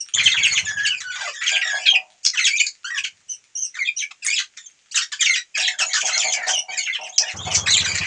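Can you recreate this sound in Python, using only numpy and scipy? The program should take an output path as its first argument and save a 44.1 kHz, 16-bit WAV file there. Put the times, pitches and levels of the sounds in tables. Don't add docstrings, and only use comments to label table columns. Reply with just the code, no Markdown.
import sys
import numpy as np
from scipy import signal
from scipy.fft import rfft, irfft
from scipy.io import wavfile

SR = 44100
rng = np.random.default_rng(int(sys.argv[2]) if len(sys.argv) > 2 else 0)


def bounce(signal):
    frames = np.transpose(np.atleast_2d(signal))
    limited = np.clip(frames, -1, 1)
    pcm = np.round(limited * 32767).astype(np.int16)
    wavfile.write(sys.argv[1], SR, pcm)


N = 355446


def undb(db):
    return 10 ** (np.asarray(db) / 20)


def unit(x):
    return x / np.sqrt(np.mean(x ** 2) + 1e-18)


def gain_at(hz, points):
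    f, db = np.transpose(points)
    return undb(np.interp(np.log(np.maximum(hz, 1)), np.log(f), db))


def coloured(points):
    return unit(irfft(rfft(rng.standard_normal(N)) * gain_at(np.fft.rfftfreq(N, 1 / SR), points), N))


def lowpass(x, hz, order=2):
    return signal.sosfilt(signal.butter(order, min(hz, SR / 2 - 1), fs=SR, output="sos"), x)


def highpass(x, hz, order=6):
    return signal.sosfilt(signal.butter(order, hz, "high", fs=SR, output="sos"), x)


def resonate(x, hz, width_hz):
    return signal.lfilter(*signal.iirpeak(hz, hz / width_hz, fs=SR), x)


def resonate_twice(x, hz, width_hz):
    return resonate(resonate(x, hz, width_hz), hz, width_hz)


def wander(n, hz):
    return unit(lowpass(rng.standard_normal(SR // 4), hz, order=4))[-n:]


def burst(rise_s, decay_s):
    t = np.arange(SR // 2) / SR
    return rng.standard_normal(len(t)) * (1 - np.exp(-t / rise_s)) * np.exp(-t / decay_s)


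def add(out, start_s, x):
    i = max(int(start_s * SR), 0)
    out[i:i + len(x)] += x[:max(N - i, 0)]


def aviary(x, first_echo_s=0.0034, t60_s=0.13, wet_db=0.5):
    t = np.arange(SR // 3) / SR
    echoes = rng.standard_normal(len(t)) * np.exp(rng.standard_normal(len(t)))
    decay = np.exp(-np.log(1000) * t / t60_s) * (t > first_echo_s)
    response = undb(wet_db) * unit(echoes * decay) / np.sqrt(len(t))
    response[0] = 1
    return signal.fftconvolve(x, response)


# f/Hz, relative density/dB
AIR_SPECTRUM = [(30, -15), (110, -9.5), (1000, -13), (2400, -3), (4500, -9.5), (7000, -2), (10500, -30.5)]
def quiet_air(level_db=-60.5):
    return undb(level_db) * coloured(AIR_SPECTRUM)


# f/Hz, gain/dB
BEAK_RESPONSE = [(3000, -2.5), (5200, -4), (7000, 0.5), (8300, -15), (9500, -31.5), (11000, -20.5),
                 (13800, -31), (14800, -76)]
def syrinx(length_s, pitch_hz, db, overtone_db, glide, rasp, attack_s, release_s, waver):
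    n = int(max(length_s, .01) * SR)
    t = np.arange(n) / SR
    parabola = np.polyfit([0, .5, 1], [glide[0], 1, glide[1]], 2)
    arc_hz = pitch_hz * np.polyval(parabola, t / t[-1]) * (1 + waver * wander(n, 45))
    rasp = np.clip(np.linspace(*rasp, n), 0, 1)
    jitter = (.014 + .04 * rasp) * wander(n, 130) + .08 * rasp ** 3 * wander(n, 700)
    hz = arc_hz * (1 + jitter)
    phase = 2 * np.pi * np.cumsum(hz) / SR
    buzz = np.sin(rng.uniform(.17, .36) * phase + .6 * wander(n, 100))
    flutter = .3 * wander(n, 110) + .4 * rasp ** 2 * wander(n, 400) + .9 * rasp * buzz
    ramp = np.minimum(np.minimum(t / attack_s, t[::-1] / release_s), 1)
    pressure = unit(np.exp(flutter) * np.sin(np.pi / 2 * ramp) ** 2)
    tone = undb(db) * np.sin(phase)
    for k in range(2, 14):
        flash = unit(np.exp(.7 * wander(n, 55)))
        gain = undb(overtone_db) * (k / 2) ** -0.8 * gain_at(k * hz, BEAK_RESPONSE)
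        tone += gain * flash * np.sin(k * phase)
    return np.sqrt(2) * pressure * tone


def sung(voice, length_s, pitch_hz, db, overtone_db):
    note = syrinx(length_s, pitch_hz, db, overtone_db, **voice)
    return highpass(aviary(note), 0.57 * pitch_hz * min(voice["glide"]))


def phrases(voice, notes):
    out = np.zeros(N)
    for start_s, *note in notes:
        add(out, start_s, sung(voice, *note))
    return out


CHIRP = dict(glide=(1.18, .7), rasp=(.25, .6), attack_s=.0081, release_s=.0036, waver=.0305)
LANDING = dict(glide=(1.03, .98), rasp=(.27, .25), attack_s=.004, release_s=.0038, waver=.02)
SQUEAK = dict(glide=(.88, .86), rasp=(.092, .1), attack_s=.012, release_s=.0036, waver=.025)

# start t/s, end t/s
FAR_BOUTS = [(.15, 1.9), (5.55, 8.05)]
def far_birds(notes_per_s=18, length_s=(.03, .08), pitch_hz=(1514, 3456)):
    out = np.zeros(N)
    for first_s, last_s in FAR_BOUTS:
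        for start_s in rng.uniform(first_s, last_s, int((last_s - first_s) * notes_per_s)):
            voice = (CHIRP, LANDING, SQUEAK)[rng.integers(3)]
            note = sung(voice, rng.uniform(*length_s), rng.uniform(*pitch_hz), db=-40.5, overtone_db=-43)
            add(out, start_s, note)
    return out


# t/s, peak before gain/dB
SEED_CRACKS = [(.087, -22.5), (2.103, -34.5), (2.121, -37), (2.18, -45), (2.7527, -32), (2.8334, -33),
               (3.2053, -41.5), (4.538, -38.5), (4.791, -40.5), (4.86, -40.5)]
def seeds(gain_db=-2, nibble_db=-46, spread_db=5, nibble_count=110):
    out = np.zeros(N)
    nibbles = [(rng.uniform(0, N / SR), nibble_db + spread_db * rng.standard_normal())
               for _ in range(nibble_count)]
    for start_s, db in [*SEED_CRACKS, *nibbles]:
        snap = burst(rise_s=0.00013, decay_s=0.00033)
        husk = resonate(snap, hz=rng.uniform(1700, 3500), width_hz=3000)
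        crack = lowpass(husk, 8500, order=6)
        add(out, start_s, undb(db + gain_db) * crack / np.abs(crack).max())
    return out


# f/Hz, relative density/dB
DRAUGHT_SPECTRUM = [(30, -23.5), (100, -3), (175, -0.5), (250, -11), (1200, -5.5), (4000, -41)]
# t/s, length/s, level/dB
FLURRIES = [(0.135, 0.52, -44.5), (2.99, .02, -66.5), (7.333, 0.57, -35)]
def flights(beat_hz=16, attack_s=0.03, release_s=0.21, turbulence_db=-1):
    t = np.arange(N) / SR
    envelope = np.zeros(N)
    for start_s, length_s, db in FLURRIES:
        rise = np.clip((t - start_s) / attack_s, 0, 1)
        fall = np.exp(-np.maximum(t - start_s - length_s, 0) / release_s)
        envelope += undb(db) * rise * fall
    rate_hz = beat_hz * (1 + .07 * unit(lowpass(rng.standard_normal(N), 10)))
    stroke_phase = np.cumsum(rate_hz) / SR % 1
    unevenness = .3 * unit(lowpass(rng.standard_normal(N), 15))
    shove = lowpass(np.exp(-1.4 * stroke_phase + unevenness), 55)
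    whirr = unit(highpass(resonate(shove, 96, 21) + 2 * resonate(shove, 165, 25), 93))
    turbulence = unit(coloured(DRAUGHT_SPECTRUM) * lowpass(shove, 25))
    return envelope * unit(whirr + undb(turbulence_db) * turbulence)


# f/Hz, width/Hz, gain/dB
SLAP_MODES = [(188.5, 55, -16), (677, 79, -1.5), (726, 148, 7), (852, 273, -5)]
# t/s, peak before gain/dB
WING_STROKES = [(1.512, -32.5), (1.651, -36.5), (1.73, -27), (1.922, -30.5), (5.575, -33.5), (5.679, -36),
                (5.798, -28.5), (6.026, -24.5), (6.16, -32), (6.241, -25.5), (6.367, -29), (6.466, -22.5),
                (6.681, -31), (6.984, -30.5), (7.201, -29), (7.463, -25)]
def flaps(gain_db=-1):
    out = np.zeros(N)
    for start_s, db in WING_STROKES:
        air = burst(rise_s=0.00057, decay_s=0.056)
        slap = sum(undb(mode_db) * resonate_twice(air, hz, width) for hz, width, mode_db in SLAP_MODES)
        add(out, start_s, undb(db + gain_db) * slap / np.abs(slap).max())
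    return out


# t/s, length/s, centre f/Hz, level/dB
CHACKS_AND_CLICKS = [(2.25, 0.0031, 6060, -12.5), (2.261, 0.0071, 5270, -11), (4.247, 0.004, 8800, -24.5),
                     (4.264, 0.0047, 6820, -16.5), (6.176, 0.0061, 5570, -15.5), (6.477, 0.046, 6000, -24),
                     (7.179, 0.0088, 5590, -9), (7.544, 0.022, 6050, -15.5)]
def chacks_and_clicks(width_hz=1900, low_hz=3400, low_db=-15, rise_s=.0015):
    out = np.zeros(N)
    rise = 1 - np.exp(-np.arange(SR) / SR / rise_s)
    for start_s, length_s, hz, db in CHACKS_AND_CLICKS:
        noise = (rng.standard_normal(SR) * rise)[:int(length_s * SR)]
        bright = resonate_twice(noise, hz, width_hz)
        low = undb(low_db) * resonate_twice(noise, low_hz, width_hz)
        snap = lowpass(bright + low, 1.31 * hz, order=8)
        add(out, start_s, undb(db) * unit(snap * signal.windows.tukey(len(noise), .3)))
    return out


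# t/s, overtones/dB
SLUR_NOTES = [(1.322, -38), (2.229, -33), (2.552, -26), (4.91, -30), (7.078, -40.5), (7.357, -35.5)]
def slurs(length_s=.025, pitch_hz=2904, fundamental_rel_db=-17):
    voice = dict(glide=(.6, 1.13), rasp=(.068, .15), attack_s=.013, release_s=.0029, waver=.01)
    return phrases(voice, [(t, length_s, pitch_hz, db + fundamental_rel_db, db) for t, db in SLUR_NOTES])


# t/s, length/s, f/Hz, overtones/dB
SQUAWK_NOTES = [(1.001, 0.024, 1864, -32), (1.154, 0.077, 1000, -36.5), (4.106, .018, 1143, -43),
                (4.383, 0.031, 1795, -27), (4.567, 0.023, 1960, -39), (4.941, .066, 1579, -28.5),
                (5.009, 0.027, 1934, -27.5), (5.116, 0.026, 1668, -29.5), (5.785, .056, 1536, -25.5),
                (5.93, 0.063, 1638, -22.5), (6.074, 0.041, 1456, -27.5), (6.465, 0.047, 1707, -26.5)]
def squawks(fundamental_rel_db=-5.5):
    voice = dict(glide=(1.3, .9), rasp=(.8, .58), attack_s=.0057, release_s=.0069, waver=.0242)
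    notes = [(t, length_s, hz, db + fundamental_rel_db, db) for t, length_s, hz, db in SQUAWK_NOTES]
    return phrases(voice, notes)


# t/s, length/s, f/Hz, fundamental/dB, overtones/dB
SQUEAK_NOTES = [(0, 0.016, 3050, -48.5, -24.5), (0.642, 0.053, 3452, -42, -33),
                (1.351, 0.1, 3520, -47.5, -44), (3.281, 0.062, 3090, -48, -30),
                (3.549, 0.12, 3064, -51.5, -26.5), (3.96, 0.068, 3115, -45, -26),
                (4.581, .098, 3650, -56.5, -48), (5.845, 0.056, 3460, -63, -29.5),
                (6.265, 0.05, 3386, -39, -27.5), (6.799, 0.044, 3590, -42.5, -32.5),
                (7.12, 0.05, 3700, -44, -45), (7.384, 0.1, 3520, -37, -42)]
def squeaks():
    return phrases(SQUEAK, SQUEAK_NOTES)


# t/s, length/s, f/Hz, fundamental/dB, overtones/dB
WHINE_NOTES = [(0.658, 0.095, 1705, -30, -40), (.755, 0.13, 1669, -26.5, -42.5),
               (1.032, 0.13, 1486, -35.5, -44.5), (1.499, 0.1, 1605, -34, -37.5),
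               (1.694, 0.092, 1657, -24.5, -35.5)]
def whines():
    voice = dict(glide=(1.012, 1), rasp=(.068, .082), attack_s=.015, release_s=.0067, waver=.0026)
    return phrases(voice, WHINE_NOTES)


# t/s, length/s, f/Hz, fundamental/dB, overtones/dB
CHIRP_NOTES = [(0.158, 0.024, 2000, -30.5, -44), (0.333, 0.019, 1810, -27.5, -43),
               (0.846, .032, 2624, -24, -20.5), (1.525, 0.049, 3100, -20.5, -39),
               (1.858, 0.016, 4100, -18, -49), (2.33, 0.034, 1800, -33.5, -34),
               (2.438, 0.051, 3100, -18.5, -20.5), (2.577, 0.039, 3400, -24.5, -31),
               (2.97, 0.024, 2900, -24.5, -31.5), (3.034, 0.023, 2790, -25, -27),
               (3.738, 0.042, 1890, -36.5, -41.5), (4.219, .051, 2300, -35.5, -35),
               (4.354, 0.035, 3400, -23, -33), (4.941, .04, 3300, -24.5, -19),
               (5.19, 0.044, 2200, -29.5, -30.5), (5.237, .031, 3400, -21.5, -25),
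               (5.541, 0.038, 2250, -27, -33.5), (5.621, 0.038, 3360, -25, -47),
               (5.642, 0.049, 3500, -24, -33.5), (5.955, .027, 3000, -31, -27),
               (6.002, 0.019, 3060, -25.5, -25.5), (6.044, 0.038, 2860, -31.5, -23.5),
               (6.318, 0.026, 3130, -27.5, -21), (6.924, 0.049, 3100, -29, -54.5),
               (7.276, 0.03, 2700, -33.5, -53), (7.658, .02, 2250, -22, -25.5),
               (7.757, 0.027, 2450, -24.5, -18), (7.785, 0.037, 3400, -25, -30)]
def chirps():
    return phrases(CHIRP, CHIRP_NOTES)


# t/s, fall/s, f/Hz, fundamental/dB, overtones/dB, hold/s, held f/Hz
CHIRRUP_NOTES = [(0.176, 0.028, 2760, -18, -32.5, 0.053, 2138),
                 (0.253, 0.031, 3092, -14.5, -28.5, 0.046, 2154),
                 (0.358, 0.031, 2830, -20.5, -37, .048, 2222), (0.423, .05, 3004, -16.5, -26, 0.08, 2199),
                 (0.549, 0.036, 3165, -20.5, -28, 0.024, 2093), (1.461, 0.037, 3076, -21, -28, 0.041, 2386),
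                 (1.61, 0.016, 2550, -21.5, -33, 0.072, 1826),
                 (2.369, 0.033, 2634, -19.5, -27.5, 0.043, 2048),
                 (3.978, 0.05, 3405, -33.5, -52, .022, 2310), (5.33, .035, 3040, -24.5, -27.5, 0.028, 1937),
                 (6.187, 0.045, 3184, -25.5, -27.5, 0.062, 2250),
                 (6.852, 0.028, 2714, -27, -48, 0.05, 2133), (7.836, 0.033, 1920, -29, -27.5, 0.062, 2313)]
def chirrups(held_db=-27.5, overlap_s=0.007):
    out = np.zeros(N)
    for start_s, fall_s, hz, db, overtone_db, hold_s, held_hz in CHIRRUP_NOTES:
        add(out, start_s, sung(CHIRP, fall_s, hz, db, overtone_db))
        add(out, start_s + fall_s - overlap_s, sung(LANDING, hold_s, held_hz, held_db, overtone_db))
    return out


# t/s, length/s, f/Hz, end-to-start pitch ratio, rasp (0-1), fundamental/dB, overtones/dB
WARBLE_NOTES = [(0.136, 0.017, 3350, 1.27, 0.19, -23.5, -18.5), (0.231, 0.034, 3650, 0.86, 0.86, -34, -27),
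                (.315, 0.022, 3510, 0.92, 0.25, -21, -33), (0.875, 0.079, 2831, 0.73, 0.09, -26, -46.5),
                (1.206, 0.096, 695, .65, 0.01, -41, -33), (1.409, 0.065, 2102, 0.99, 1, -28.5, -36.5),
                (1.854, .022, 2485, 0.8, 0.57, -20, -34.5), (1.874, 0.053, 3160, 1, 0.28, -18, -35),
                (1.937, .027, 2686, 0.78, 0.28, -16.5, -32.5), (2.501, 0.066, 2364, 1.15, 0.02, -23, -35),
                (2.596, .025, 2374, 1.18, 0, -18, -17), (2.64, 0.034, 2260, 0.88, 0.7, -42, -30),
                (2.842, 0.049, 1540, 1.28, 0.09, -33, -36), (2.901, 0.085, 1803, 0.84, 0.28, -30.5, -38),
                (3.787, 0.045, 2188, 0.81, 0.02, -25, -38.5), (3.848, 0.032, 3483, 1, 0.29, -28.5, -49),
                (3.872, 0.021, 2390, 0.94, 0.03, -21, -41.5), (4.273, .07, 2330, 1.26, 0.16, -24.5, -30),
                (4.296, 0.063, 2910, 0.57, 0.17, -32, -30.5), (5.205, .028, 3160, 0.83, 0.44, -22.5, -19),
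                (5.263, .068, 2132, .92, 0.18, -20, -27.5), (5.571, 0.054, 2740, 0.81, 0.85, -26.5, -25.5),
                (5.678, 0.015, 1975, 1.29, 0, -21, -24), (5.79, 0.037, 2908, 0.79, 0.48, -25.5, -22.5),
                (6.116, .055, 2122, 1.07, 0.26, -27, -26.5), (6.337, 0.11, 2036, 0.75, 0.59, -30, -49),
                (6.527, 0.071, 2938, 0.86, 0.23, -24.5, -24.5),
                (6.682, 0.059, 2320, 1.1, 0.27, -34.5, -41.5), (6.769, 0.029, 2352, 0.83, 0.22, -28, -22),
                (7.5, 0.064, 2572, 0.66, 0.92, -30, -26.5), (7.669, 0.055, 1986, 1.15, 0.43, -29.5, -20),
                (7.719, 0.037, 3544, 0.76, 0.14, -16.5, -20), (7.94, 0.053, 2280, 0.74, 1, -29, -27.5),
                (8.007, 0.056, 2277, 0.72, 0.68, -27.5, -37.5)]
def warbles():
    out = np.zeros(N)
    for start_s, length_s, hz, bend, rasp, db, overtone_db in WARBLE_NOTES:
        glide = (bend ** -.5, bend ** .5)
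        voice = dict(glide=glide, rasp=(rasp, rasp), attack_s=.0048, release_s=.004, waver=.015)
        add(out, start_s, sung(voice, length_s, hz, db, overtone_db))
    return out


def scene():
    song = chirps() + whines() + squeaks() + chirrups() + warbles() + squawks() + slurs()
    snaps = highpass(chacks_and_clicks() + seeds(), 1300)
    transients = aviary(snaps + flaps())[:N]
    return (song + far_birds() + transients + flights() + quiet_air())[None]


def record(dry, ceiling=.92, treble_hz=9600, top_hz=15700):
    limited = dry / (1 + (dry / ceiling) ** 14) ** (1 / 14)
    dull = signal.sosfilt(signal.ellip(5, .3, 20, treble_hz, fs=SR, output="sos"), limited)
    return signal.sosfilt(signal.ellip(8, .2, 70, top_hz, fs=SR, output="sos"), dull)


dry = scene()
out = record(dry)
bounce(out)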